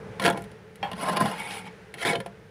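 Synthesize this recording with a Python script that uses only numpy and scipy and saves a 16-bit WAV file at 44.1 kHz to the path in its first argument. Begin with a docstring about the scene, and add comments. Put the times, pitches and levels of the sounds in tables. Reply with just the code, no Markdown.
"""A metal spoon rasps frost off the walls of a small freezer compartment: a hard stroke along the back,
a knock and a long stroke on the side wall that eases into a glide, then the back again.
Ice crystals break in dense grains and larger chips, which set the walls and the spoon ringing.
The hollow box adds short, dull reflections and rumbles faintly under a thin hiss."""
import sys
import numpy as np
from scipy import signal
from scipy.fft import rfft, irfft
from scipy.io import wavfile
from scipy.ndimage import uniform_filter1d

SR = 44100
rng = np.random.default_rng(int(sys.argv[2]) if len(sys.argv) > 2 else 0)


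def transcribe(u):
    """Save the signal u as a 16-bit wav file named by the first command-line argument.

    u: samples, shape (n,) or (channels, n), limited to [-1, 1]; the rate is SR.
    q: integer samples, one column per channel.
    """
    v = np.clip(np.atleast_2d(u).T, -1, 1)
    q = np.round(v * 32767).astype(np.int16)
    wavfile.write(sys.argv[1], SR, q)


N = 110250
TIME = np.arange(N) / SR
RESPONSE_SAMPLES = 16384
KNOCK_S, CHIP_ATTACK_S = 0.8285, 0.0021

# Chips of frost snapping off, with relative levels:
# start_s, ring_db, pitch_hz, sparkle_db, crunch_db, mid_db, boom_db, decay_s
FROST_CHIPS = [(0.196, -6, 1053, -40, -27, -31.5, -32, 0.006), (0.238, -10, 685, -36, -25, -31, -31, 0.005),
               (0.248, -3, 1606, -32, -27, -13.5, -36, 0.0027),
               (0.253, -6, 538, -37, -20.5, -22, -25, 0.0022),
               (0.2595, 4, 1594, -31, -17.5, -16, -21, 0.0045),
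               (0.277, 1.5, 1620, -34, -25, -13, -18, 0.0041),
               (0.288, -4, 1655, -47, -25, -21, -38, 0.0023),
               (0.2993, -0.5, 846, -32.5, -33, -14.5, -30, 0.0029),
               (0.306, -11.5, 3400, -44, -30, -32, -29, 0.0016),
               (0.373, -13, 788, -48, -38.5, -31, -54, 0.0046),
               (0.42, -35, 2300, -44.5, -47, -56, -52, 0.0021),
               (0.438, -33, 2370, -52.5, -48, -46, -52, 0.0073),
               (0.514, -43, 1990, -58, -49.5, -48, -47, 0.0042),
               (0.755, -32, 1390, -50, -49, -71, -59, 0.0053),
               (0.914, -11.5, 1027, -45, -37, -34.5, -28.5, 0.0055),
               (0.931, -17, 1780, -49, -35.5, -37, -28.5, 0.0027),
               (1.086, 0, 994, -41, -38, -30, -29, 0.0026),
               (1.168, -0.5, 1040, -37, -24.5, -36, -31, 0.0036),
               (1.2081, 5.5, 1005, -43, -31, -12, -15, 0.0029),
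               (1.256, -4, 800, -39, -31.5, -40, -46, 0.0065),
               (1.939, -14.5, 2050, -44.5, -37.5, -45, -53, 0.0054),
               (1.982, -16, 1930, -52, -42, -49, -43, 0.0043),
               (2.049, 1, 1810, -40, -26.5, -25, -34, 0.0066),
               (2.131, -4, 473, -50, -25.5, -29, -44, 0.0025),
               (2.154, -2, 3074, -43.5, -30.5, -26, -33, 0.0037),
               (2.201, -9, 541, -45.5, -35, -31, -41, 0.0057),
               (2.26, -15.5, 691, -48, -40.5, -32, -47, 0.0052)]
# Notches that the hollow box cuts in the tone: centre_hz, width_hz, gain_db
BOX_NOTCHES = [(1137, 34, -7.5), (6490, 1420, -9.5)]


def scraping():
    """The spoon drags over the frost: back wall, side wall, a light glide, back wall again."""
    # Envelopes of the strokes, with relative levels: time_s, sparkle_db, crunch_db, mid_db, boom_db
    first_stroke = [(0.214, -49, -46, -34, -35), (0.224, -35, -26.5, -35, -32), (0.232, -46, -38, -32, -35),
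                    (0.264, -33.5, -23, -24.5, -20.5), (0.312, -64, -65, -33.5, -31),
                    (0.328, -49, -40.5, -38, -29.5), (0.352, -67, -56, -29, -43),
                    (0.376, -55, -45, -44, -34.5), (0.415, -62, -70, -44.5, -41)]
    side_stroke = [(0.955, -64, -51, -58, -40.5), (0.975, -55, -46.5, -42, -44),
                   (1.035, -38.5, -35.5, -26.5, -36), (1.049, -49, -42, -34, -50),
                   (1.097, -38, -31.5, -23, -34), (1.112, -55, -40, -40, -30),
                   (1.129, -39, -37.5, -27, -32), (1.155, -60, -44.5, -30.5, -42),
                   (1.171, -30.5, -24.5, -23.5, -38), (1.188, -69, -48, -30.5, -35),
                   (1.206, -32, -35, -28.5, -31), (1.238, -46, -37.5, -29, -20),
                   (1.323, -45, -40, -36, -47)]
    glide = [(1.335, -55, -45, -33, -53), (1.373, -52, -42, -42, -47), (1.403, -44, -36, -37, -41.5),
             (1.425, -50.5, -40, -42, -52), (1.499, -49, -40, -41, -39), (1.509, -46, -34.5, -40.5, -40),
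             (1.589, -46, -42, -41, -60), (1.637, -66, -55, -58, -44), (1.675, -56.5, -42, -42, -42),
             (1.705, -93, -70, -65, -44.5)]
    last_stroke = [(1.955, -75, -64, -46.5, -47), (1.979, -59, -47.5, -54, -49),
                   (2.031, -39.5, -28, -33.5, -66), (2.046, -53, -42, -39.5, -40),
                   (2.06, -36.5, -26.5, -26, -35), (2.101, -35.5, -26.5, -29, -28),
                   (2.147, -55.5, -42, -30.5, -45.5), (2.159, -53, -33, -29.5, -38),
                   (2.173, -64, -68, -44, -34), (2.19, -58, -66, -47, -31.5)]
    # Broad tone curve of each stroke: frequency_hz, gain_db
    first_colour = [(53, -45), (90, -14), (172, -2.5), (682, -2.5), (1190, -12), (1650, -12), (6550, -29),
                    (9860, -34.5), (15500, -48)]
    side_colour = [(53, -55), (90, -12.5), (179, -2), (407, -14.5), (1030, -8), (1170, -13), (1610, -15.5),
                   (7140, -29), (10100, -31), (15500, -47.5)]
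    glide_colour = [(53, -49), (90, -18), (183, -1), (407, -20.5), (443, -12.5), (1510, -12), (2230, -6.5),
                    (6690, -18), (9860, -20), (15500, -42.5)]
    last_colour = [(53, -50), (90, -18), (183, -8.5), (697, -6), (1190, -17.5), (1760, -15), (6980, -30.5),
                   (9650, -33), (15500, -48.5)]
    # Resonances of the spoon against each wall: centre_hz, width_hz, gain_db
    back_wall = [(124.4, 28, 11), (191, 17, 14.5), (347, 90, 4), (456, 30, 6), (547.5, 27, 7),
                 (687, 19, 11.5), (804, 39, 6), (1002, 58, 12), (1410, 89, 7), (1634, 40, 4),
                 (1745, 30, 2.5), (2218, 47, 6), (3260, 240, 5), (3960, 140, 2.5), (4284, 110, 5.5),
                 (6840, 46, 10), (9770, 270, 9.5), (10650, 240, 5.5)]
    side_wall = [(194.7, 21, 10.4), (480, 17, 4.3), (650, 78, 10.7), (854, 20, 4.8), (1032.5, 34, 11.2),
                 (1600, 22, 7.6), (1810, 11, 3.6), (2854, 104, 7.7), (3300, 180, 4.3), (4580, 410, 4.2),
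                 (9630, 220, 6.6), (10420, 350, 11.4), (13500, 900, 5.7)]
    side_wall_gliding = [(192, 15, 9), (457, 13, 6.9), (725, 49, 5.6), (838, 58, 12.4), (930, 53, 7.4),
                         (2229, 80, 9.9), (2460, 52, 6), (2836, 100, 5.7), (3220, 220, 5.4),
                         (9560, 150, 5.8), (10450, 660, 6.1), (13500, 300, 12)]
    glide_end_s = glide[-1][0]
    first_chips = [chip for chip in FROST_CHIPS if chip[0] < KNOCK_S]
    side_chips = [chip for chip in FROST_CHIPS if KNOCK_S <= chip[0] < glide_end_s]
    last_chips = [chip for chip in FROST_CHIPS if chip[0] >= glide_end_s]
    coarse = fractures(per_s=2000, spread_db=6.0, judder_db=1.5, judder_hz=112,
                       powder=0.66, patchy_db=2.0, patchy_hz=84.5)
    fine = fractures(per_s=4000, spread_db=1.8, judder_db=1.0, judder_hz=100,
                     powder=0.9, patchy_db=1.8, patchy_hz=90)
    return (stroke(first_stroke, first_chips, first_colour, back_wall, coarse)
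            + stroke(side_stroke, side_chips, side_colour, side_wall, fine)
            + stroke(glide, [], glide_colour, side_wall_gliding, fine)
            + stroke(last_stroke, last_chips, last_colour, back_wall, fine))


def stroke(envelope, chips, colour, wall, grains, rasp_db=-3.5, chip_db=0.5, fade_s=0.0085):
    """Grains swell with the stroke, each chip adds a dense crack, and both shake wall and spoon."""
    times_s, *levels_db = np.transpose(envelope)
    outside_s = np.maximum(times_s[0] - TIME, 0) + np.maximum(TIME - times_s[-1], 0)
    contact = np.exp(-outside_s / fade_s)
    noise_bands = registers(rng.standard_normal(N))
    out = 0
    for k, response in enumerate(registers(body(colour, wall + BOX_NOTCHES))):
        rasp = grains * contact * from_db(rasp_db + np.interp(TIME, times_s, levels_db[k]))
        snaps = sum(from_db(chip_db + register_db[k]) * burst(start_s, decay_s, CHIP_ATTACK_S)
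                    for start_s, _, _, *register_db, decay_s in chips)
        cracks = snaps * hold_level(noise_bands[k], samples=250) * noise_bands[k].std()
        out = out + sound_through(rasp + cracks, response)
    return out


def fractures(per_s, spread_db, judder_db, judder_hz, powder, patchy_db, patchy_hz, scatter_s=0.002):
    """Crystals break at random over powdery hiss, in clumps as the edge sticks and slips."""
    sizes = from_db(spread_db * np.minimum(rng.exponential(1, N), 4))
    breaks = sizes * (rng.random(N) < per_s / SR)
    # Bending waves smear each crack in time.
    energy = signal.lfilter([1], [1, -np.exp(-1 / (scatter_s * SR))], breaks ** 2)
    judder = from_db(judder_db * flutter(judder_hz))
    force = np.sqrt(energy / energy.mean() + powder ** 2) * judder
    edges_hz = np.linspace(np.sqrt(10), np.sqrt(17000), 19) ** 2
    white = rng.standard_normal((2, N))
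    grains = 0
    for k, (low, high) in enumerate(zip(edges_hz, edges_hz[1:])):
        flicker = from_db(patchy_db * flutter(patchy_hz))  # each band flickers on its own
        band = butter(white[k % 2] * force * flicker, [low, high], "band", order=2)
        grains = grains + np.sqrt(high - low) * hold_level(band, samples=800)
    grains = rms_one(grains)
    crossover_hz = 1106
    return butter(grains, crossover_hz, "low") + butter(travelling_edge(grains), crossover_hz, "high")


def travelling_edge(grains, decay_s=0.0029, shift_hz=10.4, ring_share=0.73):
    """The moving edge shakes a shifting blend of four sets of close, short resonances."""
    decay = np.exp(-TIME[:RESPONSE_SAMPLES] / decay_s)
    rings = sum(flutter(shift_hz) * sound_through(grains, rng.standard_normal(RESPONSE_SAMPLES) * decay)
                for _ in range(4))
    blend = np.sqrt(1 - ring_share) * grains + np.sqrt(ring_share) * hold_level(rings, samples=600)
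    return hold_level(blend, samples=1000)


def chip_rings(gain_db=-21, t60_cycles=58):
    """Each chip sets spoon or wall ringing at a pitch of its own; low rings last longer."""
    out = 0
    for start_s, ring_db, pitch_hz, *_ in FROST_CHIPS:
        decay_s = t60_cycles / pitch_hz / np.log(1000)
        tone = np.sin(2 * np.pi * pitch_hz * (TIME - start_s))
        out = out + from_db(gain_db + ring_db) * burst(start_s, decay_s, CHIP_ATTACK_S) * tone
    return out


def knock(ring_db=-24, crack_db=-31):
    """The spoon hits the side wall: a short crack, and both ring."""
    # Modes of spoon and wall, with relative levels: pitch_hz, level_db, t60_s
    modes = [(591, -10.5, 0.14), (756, -6.5, 0.095), (808, -1, 0.18), (971, -10, 0.2), (1710, -14, 0.1),
             (1828, -19, 0.16), (1874, -10, 0.043), (2376, -4.5, 0.052), (2710, -7.5, 0.041),
             (3238, -7, 0.095), (4355, -20.5, 0.13), (5500, -18, 0.027)]
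    age = np.maximum(TIME - KNOCK_S, 0)
    ring = 0
    for k, (pitch_hz, level_db, t60_s) in enumerate(modes):
        envelope = from_db(ring_db + level_db - 60 * age / t60_s)
        ring = ring + (-1) ** k * envelope * np.sin(2 * np.pi * pitch_hz * age)
    # Tone curve of the crack: frequency_hz, gain_db
    colour = [(88, -43), (150, -13), (366, -14.5), (418, -18), (812, -3), (1210, -13), (3310, -21.5),
              (4000, -28), (14000, -36)]
    impact = from_db(crack_db) * burst(KNOCK_S, decay_s=0.05, attack_s=0.00043) * rng.standard_normal(N)
    crack = sound_through(impact, body(colour, BOX_NOTCHES))
    return ring + butter(crack, 4200, "low", order=1)  # frost cushions the contact


def box_reflections(x, t60_s=0.12, predelay_s=0.002, wet_db=-14.5):
    """Dense, dull, short reflections inside the box, with little bass."""
    tail = rng.standard_normal(N) * from_db(-60 * TIME / t60_s) * (TIME > predelay_s)
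    tail = butter(tail, 496, "high", order=2)
    tail = butter(tail, 4000, "low", order=1)
    return from_db(wet_db) * sound_through(x, tail)


def box_rumble():
    """A bed of low rumble and faint hiss, coloured by the air in the compartment."""
    # Envelope of the bed: time_s, rumble_db, mid_db, hiss_db
    envelope = [(0.0, -41.5, -43, -55.5), (0.19, -45, -44, -54), (0.47, -44, -49, -56),
                (0.636, -54, -51, -60), (0.772, -50.5, -56, -59.5), (0.81, -46.5, -47, -57.5),
                (1.72, -52, -49, -55), (1.92, -52.5, -50.5, -58.5), (2.29, -48, -49, -59),
                (2.49, -51.5, -55, -60.5)]
    # Its broad tone curve: frequency_hz, gain_db
    colour = [(15, -64), (25, -30), (53, -15), (178, -2.5), (227, -13.5), (267, -18), (359, -13), (445, -6),
              (666, -19), (722, -18), (1080, -22.5), (1570, -20.5), (15500, -65)]
    # Resonances of the enclosed air: centre_hz, width_hz, gain_db
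    air_modes = [(64.4, 8.1, 7.5), (108.5, 11, 6), (197.3, 16, 9), (436.4, 11.2, 8), (853, 32, 7),
                 (9650, 880, 11.5)]
    times_s, *levels_db = np.transpose(envelope)
    top, treble, mid, bass = registers(body(colour, air_modes))
    return sum(sound_through(rng.standard_normal(N) * from_db(np.interp(TIME, times_s, db)), response)
               for db, response in zip(levels_db, (bass, mid, top + treble)))


def body(colour, resonances):
    """Impulse response of a resonant body: a smooth tone curve with peaks and notches."""
    hz = np.maximum(np.arange(RESPONSE_SAMPLES // 2 + 1) * SR / RESPONSE_SAMPLES, 1)
    colour_hz, colour_db = np.transpose(colour)
    db = np.interp(np.log(hz), np.log(colour_hz), colour_db)
    for centre_hz, width_hz, gain_db in resonances:
        detuning = 2 * (hz - centre_hz) / width_hz
        bell = 1 + (from_db(abs(gain_db)) ** 2 - 1) / (1 + detuning ** 2)
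        db = db + np.sign(gain_db) * 10 * np.log10(bell)
    # Minimum phase, so that the ringing follows the hit.
    cepstrum = irfft(np.log(from_db(db)))
    cepstrum[1:RESPONSE_SAMPLES // 2] *= 2
    cepstrum[RESPONSE_SAMPLES // 2 + 1:] = 0
    return irfft(np.exp(rfft(cepstrum)))


def registers(x, mid_from_hz=313, crunch_from_hz=1670, sparkle_from_hz=6450):
    """Split into four bands, from the top down: sparkle, crunch, mid and boom."""
    return (butter(x, sparkle_from_hz, "high"), butter(x, [crunch_from_hz, sparkle_from_hz], "band"),
            butter(x, [mid_from_hz, crunch_from_hz], "band"), butter(x, mid_from_hz, "low"))


def burst(start_s, decay_s, attack_s):
    """Envelope with a linear attack and an exponential fall."""
    age = np.maximum(TIME - start_s, 0)
    return np.minimum(age / attack_s, 1) * np.exp(-np.maximum(age - attack_s, 0) / decay_s)


def flutter(hz):
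    """Random wobble around a rate, at unit rms."""
    return rms_one(butter(rng.standard_normal(N), [hz / 2.94, hz * 2], "band", order=2))


def hold_level(noise, samples):
    """Hold the short-term rms of a noise at 1."""
    return noise / np.sqrt(np.abs(uniform_filter1d(noise ** 2, size=samples)) + 1e-12)


def sound_through(x, response):
    """Pass x through an impulse response scaled to unit energy."""
    return signal.fftconvolve(x, response / np.linalg.norm(response))[:N]


def butter(x, hz, kind, order=4):
    """Causal Butterworth filter."""
    return signal.sosfilt(signal.butter(order, hz, kind, fs=SR, output="sos"), x + 1e-18)


def rms_one(x):
    """Scale to unit rms."""
    return x / np.sqrt(np.mean(x ** 2) + 1e-20)


def from_db(db):
    """Decibels to gain."""
    return 10 ** (np.asarray(db) / 20)


def scene():
    """The spoon up close in mono, with the box's reflections, its rumble and a faint high hiss."""
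    spoon = scraping() + chip_rings() + knock()
    hiss = from_db(-77.5) * rms_one(butter(rng.standard_normal(N), 8000, "high", order=1))
    return (spoon + box_reflections(spoon) + box_rumble() + hiss)[None]


def record(dry):
    """A steep low-pass takes off the very top."""
    cutoff_hz = 15550
    return signal.sosfilt(signal.ellip(10, .1, 80, cutoff_hz, fs=SR, output="sos"), dry)


dry = scene()
out = record(dry)
transcribe(out)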